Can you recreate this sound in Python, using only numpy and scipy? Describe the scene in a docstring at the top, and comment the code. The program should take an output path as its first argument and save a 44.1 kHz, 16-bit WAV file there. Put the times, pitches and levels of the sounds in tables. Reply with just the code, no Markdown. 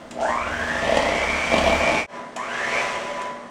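"""Hand mixer in a plastic bowl

A hand mixer spins up in a bowl in a small kitchen: whine with mains sidebands, brush and fan hiss, gear chatter,
beaters scraping and knocking on the bowl. After a short dip to silence it coasts, beaters lifted and rattling;
one more burst of power, then it runs down. One speed curve drives the tones, blade pulses and noise levels;
filters colour the sources, and a short room tail follows the mixer.
"""
import sys
import numpy as np
from scipy import signal
from scipy.fft import rfft, irfft
from scipy.io import wavfile
from scipy.ndimage import uniform_filter1d

SR = 44100
rng = np.random.default_rng(int(sys.argv[2]) if len(sys.argv) > 2 else 0)


def digitize_waveform(pressure):
    """Quantize a signal to 16-bit integers and store it at the path in sys.argv[1].

    Rows of a 2-D input are taken as channels; values are limited to [-1, 1].
    """
    field = np.atleast_2d(pressure).T
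    bounded = np.clip(field, -1, 1)
    quanta = np.round(bounded * 32767).astype(np.int16)
    wavfile.write(sys.argv[1], SR, quanta)


N = 154350

DIP_S = 2.068
FULL_SPEED_HZ = 2370  # whine pitch at speed 1
RIPPLE_HZ = 120  # twice the mains rate
WHINE_CYCLES_PER_BLADE, WHINE_CYCLES_PER_TURN = 65.5, 20


def amp(db):
    """Decibels to gain."""
    return 10 ** (np.asarray(db) / 20)


def unit(x):
    """Scale to rms 1."""
    return x / np.sqrt(np.mean(x ** 2))


def curve(rows):
    """Straight lines through (time_s, value) rows."""
    return np.interp(np.arange(N) / SR, *np.array(rows, float).T)


def through(x, response):
    """Play a signal through an impulse response."""
    return signal.fftconvolve(x, response)[:N]


def body(points, size=4096):
    """Minimum-phase response of unit energy with the given colour, by folding the cepstrum."""
    hz, db = np.array(points, float).T
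    bin_hz = np.arange(size // 2 + 1) * SR / size
    bin_db = np.interp(np.log(bin_hz + 1), np.log(hz), db)
    cepstrum = irfft(np.log(amp(bin_db)))
    cepstrum[1:size // 2] *= 2
    cepstrum[size // 2 + 1:] = 0
    response = irfft(np.exp(rfft(cepstrum)))
    return response / np.linalg.norm(response)


def wander(rate_hz):
    """Smooth random drift of rms 1: noise under a Gaussian low-pass."""
    f_hz = np.arange(N // 2 + 1) * SR / N
    spectrum = rfft(rng.standard_normal(N))
    return unit(irfft(spectrum * np.exp(-.5 * (f_hz / rate_hz) ** 2), N))


def clicks(rate_per_s, spread_db):
    """Random clicks of either sign and uneven size, rms 1."""
    present = rng.random(N) < rate_per_s / SR
    sign = rng.choice([-1, 1], N)
    return unit(present * sign * amp(spread_db * rng.standard_normal(N)))


def decay(t60_s):
    """Half a second of exponential decay."""
    return np.exp(-np.log(1000) * np.arange(SR // 2) / SR / t60_s)


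def blows(rows, t60_s):
    """A decaying noise burst for each (start_s, level_db) row."""
    hits = np.zeros(N)
    for start_s, level_db in rows:
        hits[int(start_s * SR)] += amp(level_db)
    return through(hits, decay(t60_s)) * rng.standard_normal(N)


def ripple_phase():
    """Phase of the torque ripple at twice the mains rate, in radians."""
    return 2 * np.pi * RIPPLE_HZ * np.arange(N) / SR


def coil_hum(power):
    """The coils hum at twice the ripple rate, with a drifting level."""
    powered_db, idle_db = -43.5, -48.5
    hum = np.sqrt(2) * np.sin(2 * ripple_phase()) * amp(2 * wander(1.3))
    # power may exceed 1: the idle term then turns negative
    return hum * (amp(powered_db) * power + amp(idle_db) * (1 - power))


def kitchen_floor():
    """Steady coloured noise of the kitchen."""
    # noise colour: freq_hz, level_db
    floor_colour = [(25, -21), (60, -24), (110, -13), (170, 3.5), (300, 0), (600, -2), (1200, -5.5),
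                    (2000, -13), (2500, -23), (3100, -17.5), (9000, -26.5), (12000, -50), (15500, -52)]
    return amp(-45) * through(rng.standard_normal(N), body(floor_colour))


def brushes(speed, phase):
    """Fan air and brush crackle, pulsing with each turn of the shaft."""
    # hiss colour: freq_hz, level_db
    hiss_colour = [(300, -15.5), (1000, 4.5), (1500, 1), (2100, 3), (2550, -0.5), (3100, -3), (3700, -9.5),
                   (4900, -12.5), (5900, -9), (6700, -13.5), (7800, -14.5), (10500, -26.5), (11700, -46),
                   (13200, -34), (15500, -44)]
    hiss_db, speed_power, pulse_depth, crackle_db = -29.5, 1.84, .12, -3
    grit = rng.standard_normal(N) + amp(crackle_db) * clicks(900, spread_db=1.5)
    pulse = 1 + pulse_depth * np.cos(phase / WHINE_CYCLES_PER_TURN)
    return amp(hiss_db) * through(grit * pulse * speed ** speed_power, body(hiss_colour))


def gears(speed, phase):
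    """Gear teeth chatter in the housing, swelling with each blade."""
    # housing colour: freq_hz, level_db
    gear_colour = [(100, -13), (165, -2), (230, -12), (310, -2), (450, 3.5), (660, 8), (850, 0), (1130, 3),
                   (1400, -4.5), (2100, -2.5), (2500, -18.5), (3100, -18), (5000, -59.5)]
    gear_db, speed_power, swell_depth = -29.5, .88, .1
    swell = 1 + swell_depth * np.cos(phase / WHINE_CYCLES_PER_BLADE)
    teeth = clicks(2500, spread_db=5) * swell
    return amp(gear_db) * through(teeth * speed ** speed_power, body(gear_colour))


def bowl(phase, in_bowl):
    """Each blade slaps and scrapes the wall of the bowl; some knock hard."""
    # beater pressure on the bowl: time_s, level_db
    contact = [(.1, -25.5), (.25, -4), (.45, -13.5), (.76, -7), (.86, 0), (1.0, 1.5), (1.12, 1),
               (1.3, -5.5), (1.46, -10), (1.57, 3), (1.72, -1.5), (1.8, -1.5), (1.94, 4.5), (2.06, -6.5)]
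    # hardest knocks: start_s, level_db
    knock_rows = [(.826, -12), (.847, -4.5), (.877, 0.5), (.943, 2), (.971, 7), (1.039, -25), (1.071, -15),
                  (1.518, 1), (1.54, 5.5), (1.565, 1.5), (1.582, 5.5), (1.608, -9), (1.638, 1.5),
                  (1.663, 1), (1.676, 2.5), (1.702, 0.5), (1.728, 1), (1.757, -20), (1.875, 2),
                  (1.902, -14)]
    # bowl resonance: freq_hz, level_db
    bowl_colour = [(90, -24), (170, -9), (270, -5), (380, -13), (490, -5.5), (590, 3), (680, 1), (820, -6),
                   (1100, -12), (1500, -29), (2500, -20), (3080, -17.5), (3700, -26), (6000, -32),
                   (10000, -44), (12000, -61)]
    scrape_db, knock_db, knock_t60_s = -24.5, -12, .031
    slap_decay_blades, slap_floor = .28, .15
    blade_cycles = phase / WHINE_CYCLES_PER_BLADE / (2 * np.pi)
    slap = unit(np.exp(-(blade_cycles % 1) / slap_decay_blades) + slap_floor)
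    slap = slap * amp(.74 * wander(27))
    pressure = amp(scrape_db) * amp(curve(contact)) * in_bowl
    scrape = pressure * slap * clicks(4000, spread_db=2.5)
    knocks = amp(knock_db) * blows(knock_rows, knock_t60_s)
    return through(scrape + knocks, body(bowl_colour))


def counter(phase, in_bowl):
    """Drifting harmonics of the blade rate and noise thrum through bowl and counter."""
    # thrum passed to the counter: time_s, level_db
    thrum_level = [(.1, -11), (.26, -13), (.58, 0), (.8, -3), (.97, 0), (1.2, -3.5), (1.5, -1.5), (1.65, 6),
                   (1.79, 8.5), (1.86, -6), (2.06, 1)]
    # boom of the bowl on the counter: freq_hz, level_db
    boom_colour = [(15, -48), (33, 6), (42, -25), (52, -2), (68, 8), (76, 4.5), (92, 4.5), (120, -30),
                   (165, -5.5), (260, 0), (600, -36)]
    thrum_db = -36
    blade_rad = phase / WHINE_CYCLES_PER_BLADE
    partials = np.zeros(N)
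    for k in range(1, 8):
        partials += amp(2 * wander(15)) * np.sin(k * blade_rad + .74 * wander(5))
    boom = through(partials + 8 * rng.standard_normal(N), body(boom_colour, size=16384))
    return amp(thrum_db) * amp(curve(thrum_level)) * unit(boom) * in_bowl


def sharp_ticks():
    """The switch and the beater wires tick: short coloured bursts."""
    # ticks: start_s, level_db
    tick_rows = [(.1096, -7.5), (.9068, -13), (.9687, -5.5), (1.58, -5), (2.3625, -4.5), (3.2166, -10)]
    # tick colour: freq_hz, level_db
    tick_colour = [(400, -26), (1500, 4.5), (3100, 3), (4800, -6), (7300, 2), (10300, -10.5), (11700, -33),
                   (13500, -21), (15500, -37)]
    return amp(-24) * through(blows(tick_rows, t60_s=.056), body(tick_colour))


def motor_whine(hz, phase, power):
    """Whine and overtone throb at twice the mains rate; the whine blurs away from full speed."""
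    # whine as the hand turns the mixer: time_s, level_db
    whine_level = [(.11, -8), (.16, 0), (.21, 8.5), (.27, 4), (.32, 2.5), (.42, -1), (.5, -11), (.85, -5),
                   (1.05, -2.5), (1.35, 1), (1.6, -3), (2.05, 2), (2.37, 3), (2.5, -5), (2.57, -4.5),
                   (2.76, 3), (2.81, -0.5)]
    # passage through the housing: freq_hz, level_db
    whine_colour = [(200, -5), (480, -12.5), (650, 0.5), (850, -4), (1130, 2), (1350, -2), (1550, 8.5),
                    (1780, 6), (2020, -3.5), (2350, 2.5), (2600, -9.5), (2850, -1), (3500, -15),
                    (5000, -27)]
    whine_db, overtone_db, speed_power = -29.5, -4.5, .05
    ripple_depth, second_ripple_depth, wobble_rad = .6, .3, 1.0
    blur_hz, overtone_from_hz = 84, 2300
    speed = hz / FULL_SPEED_HZ
    ripple = ripple_phase()
    wobbly = phase + wobble_rad * np.cos(ripple)  # torque wobble
    blur = np.clip(np.sqrt(np.abs(1 - speed)), 0, 1)
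    clear_tone = np.sqrt(2 - 2 * blur ** 2) * np.sin(wobbly)
    blurred_tone = wander(blur_hz) * np.sin(wobbly) + wander(blur_hz) * np.cos(wobbly)
    overtone = amp(overtone_db) * (1 + 1.9 * wander(blur_hz)) * np.sin(2 * phase)
    high_pass = signal.butter(4, overtone_from_hz, "high", fs=SR, output="sos")
    overtone = signal.sosfilt(high_pass, overtone)
    throb = 1 + ripple_depth * np.cos(ripple) + second_ripple_depth * np.cos(2 * ripple)
    drive = power * amp(curve(whine_level)) * speed ** speed_power * throb
    tones = clear_tone + blur * blurred_tone + overtone
    return amp(whine_db) * unit(through(drive * tones, body(whine_colour)))


def start_sparks():
    """Brushes spark while the motor gets under way: decaying coloured noise."""
    # sparks: start_s, level_db
    spark_rows = [(.21, 1.5), (.27, -8), (2.364, -10)]
    # spark colour: freq_hz, level_db
    spark_colour = [(2000, -8), (5000, -5), (7200, -0.5), (8500, -5.5), (10500, -21), (11700, -34),
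                    (15500, -42)]
    return amp(-42) * through(blows(spark_rows, t60_s=.66), body(spark_colour))


def loose_beaters(speed, lifted):
    """The lifted beaters rattle in their sockets; random taps ring beaters and housing."""
    # freedom to rattle: time_s, level_db
    rattle_level = [(2.1, -3), (2.18, 0.5), (2.3, -2), (2.5, -2.5), (2.8, 0), (3.05, 0), (3.25, 3),
                    (3.5, -7)]
    # rattle colour: freq_hz, level_db
    rattle_colour = [(120, -38), (220, 5.5), (380, -10), (560, 3), (750, 3), (1080, -1), (1400, -3),
                     (1750, -3), (2200, -25), (2550, -17), (3500, -14.5), (8000, -43), (10500, -37),
                     (12000, -59)]
    # ringing of beaters and housing: freq_hz, t60_s, level_db
    modes = [(592, .2, -5), (677, .25, -1), (995, .25, 0), (1750, .08, -10), (2200, .05, -18)]
    rattle_db, ring_db, speed_power, taps_per_s = -38, 5, .87, 840
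    taps = clicks(taps_per_s, spread_db=2) * speed ** speed_power
    taps = taps * amp(curve(rattle_level)) * lifted
    t = np.arange(SR // 2) / SR
    ring = np.zeros(SR // 2)
    for mode_hz, t60_s, level_db in modes:
        ring += amp(level_db) * decay(t60_s) * np.sin(2 * np.pi * mode_hz * t) / np.sqrt(t60_s)
    ringing = amp(ring_db) * through(taps, ring / np.linalg.norm(ring))
    return amp(rattle_db) * (through(taps, body(rattle_colour)) + ringing)


def kitchen_room(x):
    """Direct sound plus a short noise tail whose treble decays a little sooner."""
    low_t60_s, treble_t60_s, split_hz, gap_s = .47, .42, 3000, .004
    tail_gain = amp(-3)
    noise = rng.standard_normal(SR // 2)
    low = signal.sosfilt(signal.butter(2, split_hz, fs=SR, output="sos"), noise)
    high = signal.sosfilt(signal.butter(2, split_hz, "high", fs=SR, output="sos"), noise)
    # opposite signs keep the two bands from cancelling at the split
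    tail = low * decay(low_t60_s) - high * decay(treble_t60_s)
    tail[:int(gap_s * SR)] = 0
    tail = tail / np.linalg.norm(tail)
    return (x + tail_gain * through(x, tail)) / np.hypot(1, tail_gain)


def scene():
    """Motor speed and the power switch drive the layers; no room tail outlasts the dip."""
    # motor speed as whine pitch, in the bowl and lifted: time_s, pitch_hz
    speed_in_bowl = [(0, 200), (.11, 230), (.18, 600), (.24, 700), (.32, 1010), (.43, 1220), (.5, 1470),
                     (.7, 1750), (.85, 1910), (1.0, 1990), (1.2, 2165), (1.32, 2250), (1.44, 2305),
                     (1.52, 2350), (1.64, 2318), (1.74, 2352), (1.9, 2376), (2.06, 2371)]
    speed_lifted = [(2.075, 901), (2.16, 825), (2.27, 477), (2.355, 350), (2.375, 868), (2.42, 1080),
                    (2.48, 1273), (2.55, 1674), (2.65, 1905), (2.73, 2244), (2.81, 2382), (3.0, 1550),
                    (3.2, 1134), (3.36, 574), (3.5, 380)]
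    # power switched on: start_s, end_s, level_db
    power_rows = [(.11, 2.06, 5.5), (2.36, 2.81, 2.5)]
    t = np.arange(N) / SR
    hz = curve(list(speed_in_bowl) + list(speed_lifted)) * (1 + .000554 * wander(11.8))
    speed = hz / FULL_SPEED_HZ
    phase = 2 * np.pi * np.cumsum(hz) / SR
    power = np.zeros(N)
    for on_s, off_s, level_db in power_rows:
        power += amp(level_db) * ((t > on_s) & (t < off_s))
    power = uniform_filter1d(power, size=400)  # soft switching edges
    lifted = 1. * (t > DIP_S)
    in_bowl = 1 - lifted

    mixer = brushes(speed, phase) + gears(speed, phase) + bowl(phase, in_bowl)
    mixer += sharp_ticks() + motor_whine(hz, phase, power) + start_sparks()
    mixer += loose_beaters(speed, lifted)
    heard = kitchen_room(mixer * in_bowl) * in_bowl + kitchen_room(mixer * lifted)
    return (heard + coil_hum(power) + counter(phase, in_bowl) + kitchen_floor())[None]


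def record(dry):
    """The level dips briefly to silence; a steep low-pass cuts the top."""
    fade_out_s, fade_in_s, top_hz = .08, .09, 15750
    from_dip_s = np.arange(N) / SR - DIP_S
    dip = np.clip(np.maximum(-from_dip_s / fade_out_s, from_dip_s / fade_in_s), 0, 1)
    low_pass = signal.ellip(10, .2, 70, top_hz, fs=SR, output="sos")
    return signal.sosfilt(low_pass, dry * dip)


dry = scene()
out = record(dry)
digitize_waveform(out)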